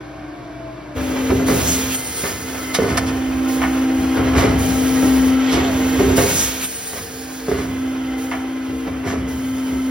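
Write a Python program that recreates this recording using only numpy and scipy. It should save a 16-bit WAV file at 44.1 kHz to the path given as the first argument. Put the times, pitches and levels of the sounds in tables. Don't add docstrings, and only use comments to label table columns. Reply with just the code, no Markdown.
import sys
import numpy as np
from scipy import signal
from scipy.fft import rfft, irfft
from scipy.io import wavfile

SR = 44100
rng = np.random.default_rng(int(sys.argv[2]) if len(sys.argv) > 2 else 0)


def waveform_to_disk(signal):
    frames = np.transpose(np.atleast_2d(signal))
    scaled = np.clip(frames, -1, 1) * 32767
    samples = np.round(scaled).astype(np.int16)
    wavfile.write(sys.argv[1], SR, samples)


N = 436590
TIME = np.arange(N) / SR
BINS = np.maximum(np.fft.rfftfreq(N, 1 / SR), 1)
CUT_S = .957
PERIOD_S = 4.696

# time_s, rumble_db, mechanism_db, air_db
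EXPOSURE = [(1.0, 1.5, -0.5, -4), (1.6, 2, -1, -5.5), (2.3, -4.5, -2, 6.5), (3.3, 0.5, -2, -0.5),
            (4.5, -0.5, 2, 1), (5.6, -3, 1, -2), (6.1, 3, 3, 0), (6.5, -8, -5, -2.5), (6.9, -11, -10, 2),
            (7.5, -7.5, -6, 1.5), (8.3, -5.5, -6, -8), (9.0, -9.5, -8, -9), (9.9, -9.5, -7, -11.5)]


def from_db(db):
    return 10 ** (np.asarray(db) / 20)


def rms_one(x):
    return x / np.sqrt(np.mean(x ** 2) + 1e-20)


def cut(x, hz, kind, order):
    return signal.sosfilt(signal.butter(order, min(hz, SR / 3), kind, fs=SR, output="sos"), x)


def at_hz(points, hz):
    points_hz, values = np.transpose(points)
    return np.interp(np.log(hz), np.log(points_hz), values)


def in_time(rows, clock=TIME):
    s, *columns = np.transpose(rows)
    return [np.interp(clock, s, column) for column in columns]


def in_cycle(rows):
    return in_time(rows, CUT_S + (TIME - CUT_S) % PERIOD_S)


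def every_cycle(rows):
    return [(s + k * PERIOD_S, *rest) for k in range(2) for s, *rest in rows]


def drift(rate):
    hop, settle = 40, 2000
    r = np.exp(-2 * np.pi * hop * rate / SR)
    slow = signal.lfilter([1], [1, -2 * r, r * r], rng.standard_normal(N // hop + settle + 2))[settle:]
    return np.interp(np.arange(N) / hop, np.arange(len(slow)), rms_one(slow))


def swell(s, rise, fall, shape=1):
    distance = np.maximum((s - TIME) / rise, (TIME - s) / fall)
    return np.exp(-np.minimum(distance, 30) ** shape)


def switched(rows, idle_db, rise_s):
    power = from_db(idle_db) ** 2
    for s, hold, db, fade in every_cycle(rows):
        attack = np.clip((TIME - s) / rise_s, 0, 1)
        release = np.exp(-np.clip((TIME - s - hold) / fade, 0, 30))
        power = power + (from_db(db) * attack * release) ** 2
    return np.sqrt(power)


def resonate(x, modes):
    out = 0
    for k, (hz, width, db) in enumerate(modes):
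        r = np.exp(-np.pi * width / SR)
        zeros = np.array([1, 0, -1]) * (1 - r * r) / 2
        poles = [1, -2 * r * np.cos(2 * np.pi * hz / SR), r * r]
        out = out + (-1) ** k * from_db(db) * signal.lfilter(zeros, poles, x + 1e-18)
    return out


def noise(spectrum):
    return rms_one(irfft(rfft(rng.standard_normal((2, N))) * from_db(at_hz(spectrum, BINS)), N))


def narrow_noise(hz, width_hz):
    mode = [(hz, width_hz, 0)]
    return rms_one(resonate(resonate(rng.standard_normal((2, N)), mode), mode))


def tone(hz, waver_db, smear):
    phase = 2 * np.pi * np.cumsum(hz + np.zeros(N)) / SR + rng.uniform(0, 2 * np.pi)
    return np.array([np.sqrt(2) * from_db(waver_db * drift(5.3)) * np.sin(phase + smear * drift(2.3))
                     for _ in range(2)])


def struck(forces, modes, per_s, grain_db):
    contacts = (rng.random((2, N)) < per_s / SR) * rng.choice([-1, 1], (2, N))
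    contacts = contacts * from_db(grain_db * rng.standard_normal((2, N)))
    forces = np.broadcast_to(forces, (len(modes), N))
    rings = sum((-1) ** k * resonate(forces[k] * contacts, [mode]) for k, mode in enumerate(modes))
    return rings / np.std(resonate(contacts[0], modes))


def reverberation(x, t60, wall_hz):
    t = TIME[:SR]
    tail = rng.standard_normal((2, SR)) * from_db(-60 * t / t60) * (t > .015)
    tail /= np.sqrt(np.sum(tail ** 2) / 2)
    return cut(signal.fftconvolve(x, tail, axes=1)[:, :N], wall_hz, "low", order=1)


def near_echoes(x, echo_db, sway_s):
    treble = cut(x, 1960, "high", order=2)
    echoes = 0
    for k, delay_s in enumerate(np.geomspace(.0025, .014, 8)):
        read = TIME - delay_s - sway_s * drift(.15)
        echoes = echoes + (-1) ** k * np.array([np.interp(read, TIME, side) for side in treble])
    return x + from_db(echo_db) * echoes


def diffuse(pair):
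    # frequency_hz, coherence
    likeness = [(60, 1), (280, 0.9), (600, 0.57), (1500, 0.72), (3000, 0.61), (8000, 1), (15000, 0.064)]
    alike = np.clip(at_hz(likeness, BINS), 0, .999)
    mid, side = rfft(pair)
    return irfft(np.sqrt((1 + alike) / 2) * mid + np.sqrt((1 - alike) / 2) * side * [[1], [-1]], N)


def far_hall():
    # frequency_hz, density_db
    colour = [(24, -43), (40, -22), (86, -22), (125, -15.5), (230, -22), (350, -14), (440, -24), (659, -18),
              (866, -27), (1060, -22.5), (1320, -28.5), (1550, -25), (2050, -34.5), (2280, -27),
              (2450, -35.5), (7680, -49.5), (15000, -63)]
    # pitch_hz, level_db
    hums = [(59, -46.5), (124, -47.5), (300.5, -38), (323, -44), (655, -46), (1060, -53), (2309, -65)]
    hum = sum(from_db(db) * tone(hz, waver_db=1.5, smear=0.14) for hz, db in hums)
    return from_db(-37.0) * noise(colour) + hum


def coasting():
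    # time_s, pitch_hz, level_db
    glides = [
        [(0, 790, -56), (.17, 757, -47), (.3, 729, -43), (.41, 704, -38), (.52, 692, -44), (.63, 664, -33.5),
         (.8, 623, -41), (.92, 599, -42), (1.1, 572, -36), (1.3, 540, -39)],
        [(5.54, 826, -48), (5.62, 745, -31), (5.73, 634, -30), (5.88, 540, -50)],
    ]
    # pitch_ratio, level_db
    partials = [(.187, -9.5), (1, 0), (1.333, -19), (1.6, -12)]
    out = 0
    for glide in glides:
        hz, db = in_time(glide)
        hz = hz * (1 + .005 * drift(6.0))
        turning = (TIME >= glide[0][0]) & (TIME < glide[-1][0])
        voice = sum(from_db(part_db) * tone(k * hz, waver_db=2.4, smear=.7) for k, part_db in partials)
        out = out + turning * from_db(db) * voice
    return out


def feed():
    # start_s, hold_s, level_db, fade_s
    slides = [(2.05, 0.81, -41.5, 0.11)]
    # pitch_hz, width_hz, gain_db
    tubes = [(445, 11, 19), (725, 14, 5), (1497, 50, -1), (1740, 130, 5), (4380, 86, -1), (4640, 80, -8),
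             (4900, 80, 1), (5100, 70, -5), (5380, 56, -3)]
    ring = rms_one(resonate(rng.standard_normal((2, N)), tubes))
    return switched(slides, idle_db=-68, rise_s=0.13) * ring


def whine():
    # pitch_hz, width_hz, gain_db
    bands = [(1328, 41, -7), (2066, 116, -4), (3092, 220, -7)]
    # time_s, level_db
    fader = [(1.0, -48), (2.0, -39), (2.45, -41), (2.72, -35), (3.2, -41.5), (3.9, -41), (5.4, -35),
             (6.2, -43), (6.9, -57), (7.5, -54), (8.0, -40), (8.9, -46), (9.6, -40)]
    voice = sum(from_db(db + 1.2 * drift(1.5)) * narrow_noise(hz, width) for hz, width, db in bands)
    return from_db(in_time(fader)[0]) * voice


def motor_note(open_db):
    # time_s, pitch_hz, level_db
    note = [(.96, 310, -33), (1.5, 311, -37), (1.9, 319, -45), (2.25, 313, -42), (2.7, 312.5, -36),
            (3.0, 320.5, -33), (3.3, 320.3, -29), (4.1, 319.8, -28.5), (4.65, 313, -34), (5.0, 307, -37),
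            (5.65, 310, -40)]
    hz, db = in_cycle(note)
    return from_db(db + open_db) * tone(hz, waver_db=1.0, smear=.12)


def pump_load():
    # time_s, load_db
    load = [(1.49, 0.5), (1.54, -9), (1.911, -9), (2.06, -21), (2.22, -17), (2.369, -21), (2.499, -8),
            (2.769, -8), (2.85, -4), (3.15, 0)]
    loaded_hz, sag_hz, eased_db = 261.5, 5.5, -20
    load_db, = in_cycle(load)
    return load_db, loaded_hz - sag_hz * (load_db / eased_db) ** 2


def oil(piston_hz, rush_db, whirr_db):
    # frequency_hz, density_db
    colour = [(60, -4), (200, -6), (330, 6.5), (520, 3.5), (900, -2.5), (1500, -3.5), (2300, -6.5),
              (3200, -10.5), (4000, -18), (6000, -18), (10000, -32), (16000, -45)]
    # pitch_hz, width_hz, gain_db
    housing = [(727, 12, 3.5), (915, 21, 2), (1035, 18, 0.5), (1170, 92, -4.5), (1438, 35, 4),
               (1527, 56, 1.5), (1794, 37, -5.5), (2457, 33, 5.5), (3400, 110, 4.5)]
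    flow = noise(colour)
    whirr = from_db(whirr_db) * sum(resonate(flow, [mode]) * from_db(2 * drift(.44)) for mode in housing)
    rush = from_db(rush_db + 1.4 * drift(17.0)) * noise(colour)
    pulse = 1 + 0.19 * np.sin(2 * np.pi * np.cumsum(piston_hz) / SR)
    return (rush + whirr) * pulse


def drive(open_db):
    # harmonic_number, level_db
    harmonics = [(2, -11), (4, -11.5), (5, -17.5), (8, -51)]
    # time_s, level_db
    third_fader = [(1.0, -47), (2.7, -49), (3.2, -37.5), (3.8, -39.5), (4.7, -36.5), (6.1, -40.5),
                   (6.5, -47), (7.7, -53.5), (8.2, -40), (9.0, -55), (9.9, -70)]
    # pitch_hz, level_db
    motor_tones = [(64.6, -6.5), (124, -18), (184, -14.5), (300, -20.5), (457.6, -6)]
    load_db, piston_hz = pump_load()
    drone_db = -29.5 + 0.34 * load_db + open_db
    whirr_db = -34 + 0.13 * load_db + 0.5 * open_db
    flow = oil(piston_hz, drone_db, whirr_db)
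    overtones = sum(from_db(db) * tone(k * piston_hz, waver_db=3.5, smear=.26 * k) for k, db in harmonics)
    third = from_db(in_time(third_fader)[0]) * tone(3 * piston_hz, waver_db=2.5, smear=1.2)
    motor = sum(from_db(db) * tone(hz, waver_db=6.0, smear=1.67) for hz, db in motor_tones)
    return flow + from_db(drone_db - 3.5) * overtones + third + from_db(drone_db - 4.5) * motor


def carriage():
    # start_s, hold_s, level_db, fade_s
    strokes = [(.96, 0.035, -28.5, 0.11), (1.29, 0.048, -22.5, 0.15), (1.49, 0.18, -23, 0.16),
               (2.23, 0.09, -28.5, 0.2), (2.8, 0.22, -23, 0.13), (3.62, 0.053, -35.5, 0.076),
               (3.98, 0.067, -24, .03), (4.18, 0.044, -21.5, 0.21), (4.35, 0.19, -18.5, 0.35),
               (5.02, 0.031, -19.5, .05), (5.25, 0.073, -27, 0.096), (5.52, 0.12, -24.5, 0.39)]
    # frequency_hz, density_db
    colour = [(25, -29), (42, -28), (66, 4), (95, 3), (150, -6), (190, -3.5), (240, -4.5), (340, -8),
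              (480, -12.5), (700, -15.5), (1500, -54)]
    return switched(strokes, idle_db=-37, rise_s=0.011) * noise(colour)


def leak():
    # start_s, hold_s, level_db, fade_s
    valves = [(1.0, 0.37, -34.5, 0.025), (1.458, 0.29, -20.5, 0.12), (1.97, 0.32, -33.5, 0.071),
              (2.4, 0.42, -41.5, .06), (3.47, 0.075, -31, 0.16), (3.93, 0.29, -41, .04),
              (4.575, 0.71, -30, 0.06)]
    # frequency_hz, density_db
    colour = [(300, 8.5), (1100, 4), (1650, 8), (2300, 6), (3500, 5.5), (5200, 5.5), (7000, 12), (8400, 3),
              (9200, 11.5), (10400, 4.5), (12500, 4), (14300, -4), (15400, 12), (16000, 3.5)]
    return switched(valves, idle_db=-40, rise_s=0.017) * from_db(.8 * drift(9.0)) * noise(colour)


def exhaust():
    # peak_s, level_db, rise_s, fall_s, ring_db, sizzle_db
    puffs = [(1.61, -25, .025, 0.018, 0, 3), (1.695, -28, 0.047, 0.07, 14.5, 12),
             (1.952, -24.5, 0.95, 0.007, -4, 2), (1.94, -31.5, 0.02, .06, 2, 12),
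             (4.388, -23, 0.024, 0.044, -2.5, -1), (5.54, -21, 0.1, 0.14, -21, -12)]
    # frequency_hz, density_db
    colour = [(800, -1.5), (2200, 0.5), (3200, 1.5), (5500, -9.5), (7500, -4), (9000, -24), (11300, -5.5),
              (16000, -15)]
    rush, nozzle = noise(colour), narrow_noise(hz=6800, width_hz=2600)
    body, sizzle = cut(rush, 9000, "low", order=6), cut(rush, 9000, "high", order=6)
    out = 0
    for s, db, rise, fall, ring_db, sizzle_db in every_cycle(puffs):
        jet = body + from_db(ring_db) * nozzle + from_db(sizzle_db) * sizzle
        out = out + from_db(db - 5.0) * swell(s, rise, fall, shape=2) * jet
    return out * from_db(.8 * drift(25))


def silencer():
    # peak_s, level_db, fade_s
    vents = [(1.952, -24, .035), (2.062, -31.5, .045), (2.175, -33, .05)]
    envelope = sum(from_db(db) * swell(s, 0.024, fade) for s, db, fade in every_cycle(vents))
    return envelope * narrow_noise(hz=8750, width_hz=700)


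def clacks():
    # peak_s, level_db, rise_s, rattle_s, snap_db
    closings = [(1.294, -17.5, 0.0067, 0.017, -30), (1.481, -15.5, 0.00091, 0.055, -20),
                (1.604, -20.5, 0.027, 0.029, -6), (2.238, -18.5, 0.0044, 0.09, -28),
                (2.81, -20, 0.03, 0.15, -11), (2.892, -22.5, 0.019, 0.065, -8.5),
                (3.616, -8.5, 0.0007, 0.041, -21), (4.18, -24, 0.025, 0.21, -30),
                (4.378, -15, 0.026, 0.13, -12), (5.53, -18, 0.018, 0.035, -3.5),
                (5.58, -20, 0.022, 0.068, -31)]
    # peak_s, level_db, rise_s, rattle_s, snap_db
    drops = [(2.75, -10, 0.0082, 0.015, .5), (2.975, -5, 0.0033, 0.011, -5), (3.08, -25, .015, .025, 0)]
    # pitch_hz, width_hz, gain_db
    modes = [(674, 63, 8), (785, 170, 3.5), (890, 143, 4), (1166, 185, 3.5), (1482, 50, 5),
             (1736, 100, 0.5), (2104, 210, 1.5), (2370, 230, -2.5), (3030, 470, -6)]
    body_force, snap_force = 0, 0
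    for s, db, rise, rattle, snap_db in every_cycle(closings) + drops:
        force = from_db(db) * swell(s, rise, rattle, shape=1.6)
        body_force = body_force + force
        snap_force = snap_force + from_db(snap_db) * force
    body = struck(body_force, modes, per_s=2300, grain_db=5.5)
    body = cut(body, 2820, "low", order=4)
    snap = struck(snap_force, [(3780, 13200, 4.8), (6800, 9700, 5.66)], per_s=3700, grain_db=2.0)
    return from_db(-7.0) * body + from_db(-6.0) * snap


def clamps():
    # peak_s, rattle_db, rise_s, rattle_s, centre_hz, impact_db
    knocks = [(1.308, -10.5, 0.008, 0.028, 390, -10.5), (1.405, -15, 0.016, 0.062, 338, -15),
              (1.484, -10.5, 0.0035, 0.085, 490, -1), (2.236, -16, 0.0019, 0.035, 520, -11),
              (2.787, -8.5, 0.0014, 0.016, 460, -.5), (2.819, -12.5, 0.0023, 0.025, 420, -3),
              (2.839, -19, 0.0022, .02, 440, -10), (2.89, -20, .002, 0.044, 320, -18),
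              (4.18, -10, 0.018, 0.025, 305, -13), (4.36, -14, 0.016, 0.031, 350, -8),
              (4.434, -12, 0.0052, 0.018, 390, -12), (5.03, -15, 0.02, 0.044, 318, -18),
              (5.565, -13.5, 0.047, 0.069, 332, -22)]
    # pitch_hz, width_hz, gain_db
    modes = [(75, 50, -2.5), (176, 62, 2.5), (248, 34, 1.5), (302, 20, 3), (363, 21, 2), (401, 32, 7.5),
             (446.6, 26, 3), (516, 21, 3), (589, 46, -1.5), (665, 44, -1), (920, 310, -9),
             (1480, 380, -9.5)]
    focus_db, focus_octaves = 9.5, 0.22
    blows = every_cycle(knocks)
    peak_s, _, _, _, centre_hz, impact_db = np.transpose(blows)
    octaves = np.log2(np.array(modes)[:, :1] / centre_hz)
    focus = from_db(focus_db * (np.exp(-(octaves / focus_octaves) ** 2) - 1))
    chance = rng.standard_normal((len(blows), 2, len(modes))).T
    polarity, scatter_db = np.sign(chance[:, 0]), -1.5 * chance[:, 1]
    strengths = np.sqrt(focus) * polarity * from_db(33 + impact_db + scatter_db)
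    onsets = (peak_s * SR).astype(int)
    rings = sum(resonate(np.bincount(onsets, strength, N)[:N], [mode])
                for strength, mode in zip(strengths, modes))
    boom = cut(rings, 1000, "low", order=2) * np.array([[1], [0]])
    pushes = np.array([from_db(db) * swell(s, rise, fall) for s, db, rise, fall, *_ in blows])
    rattle = struck(focus @ pushes, modes, per_s=1300, grain_db=-0.5)
    return boom + from_db(1.5) * rattle


def pump():
    # time_s, level_db
    fader = [(1.0, -25.5), (1.2, -22), (1.5, -18.5), (1.8, -14), (2.2, -22), (2.95, -23.5), (3.55, -19.5),
             (4.35, -17.5), (4.55, -21), (5.25, -13.5), (5.75, -19.5), (6.17, -17), (6.26, -23.5),
             (7.2, -25), (7.85, -22), (8.4, -25.5), (9.15, -25), (9.9, -19.5)]
    # time_s, left_over_right_db
    pan = [(1.0, 5), (1.7, 0.5), (2.3, -1.5), (2.9, -0.5), (3.5, -2), (4.1, 2.5), (4.75, 5), (5.5, 4),
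           (6.0, -2.5), (8.2, 0.5), (8.8, 3), (9.9, 1.5)]
    (db,), (pan_db,) = in_time(fader), in_time(pan)
    load_db, piston_hz = pump_load()
    hum = tone(piston_hz, waver_db=.6, smear=0.046)[0]
    return from_db(db + load_db + pan_db * np.array([[.5], [-.5]])) * hum


def scene():
    rumble_db, mechanism_db, air_db = in_time(EXPOSURE)
    after_cut = np.clip((TIME - CUT_S) / .025 + .5, 0, 1)
    hits = from_db(mechanism_db) * (clacks() + clamps())
    hits = hits + from_db(-8.5) * reverberation(hits, t60=0.72, wall_hz=3000)
    background = (1 - after_cut) * far_hall() + coasting()
    works = drive(mechanism_db) + from_db(rumble_db) * carriage()
    works = works + motor_note(mechanism_db) + whine() + feed()
    air = from_db(air_db) * (leak() + exhaust() + silencer())
    mix = background + after_cut * (works + air) + hits
    return diffuse(near_echoes(mix, echo_db=-13, sway_s=.0002)) + after_cut * pump()


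def record(dry):
    # frequency_hz, phase_rad
    port_phase = [(100, 0), (1800, .2), (3270, -1), (4130, -.2), (5800, -1.3), (6800, -3.1), (8350, -3.1),
                  (10200, -1), (11400, 0), (14600, 1.5)]
    sides = np.array([[.5], [-.5]])
    turn = np.exp(1j * at_hz(port_phase, BINS) * sides)
    balance_db = at_hz([(250, -1.0), (700, -3.0), (1500, 1.2), (5500, -5), (9000, 1.0)], BINS)
    heard = irfft(rfft(dry) * turn * from_db(balance_db * sides), N)
    heard = cut(heard, 36, "high", order=4) * np.minimum(TIME / .008, 1) ** 2
    rounded = 1.3 * np.tanh(heard / 1.3)
    return signal.sosfilt(signal.ellip(12, .1, 80, 15900, fs=SR, output="sos"), rounded)


dry = scene()
out = record(dry)
waveform_to_disk(out)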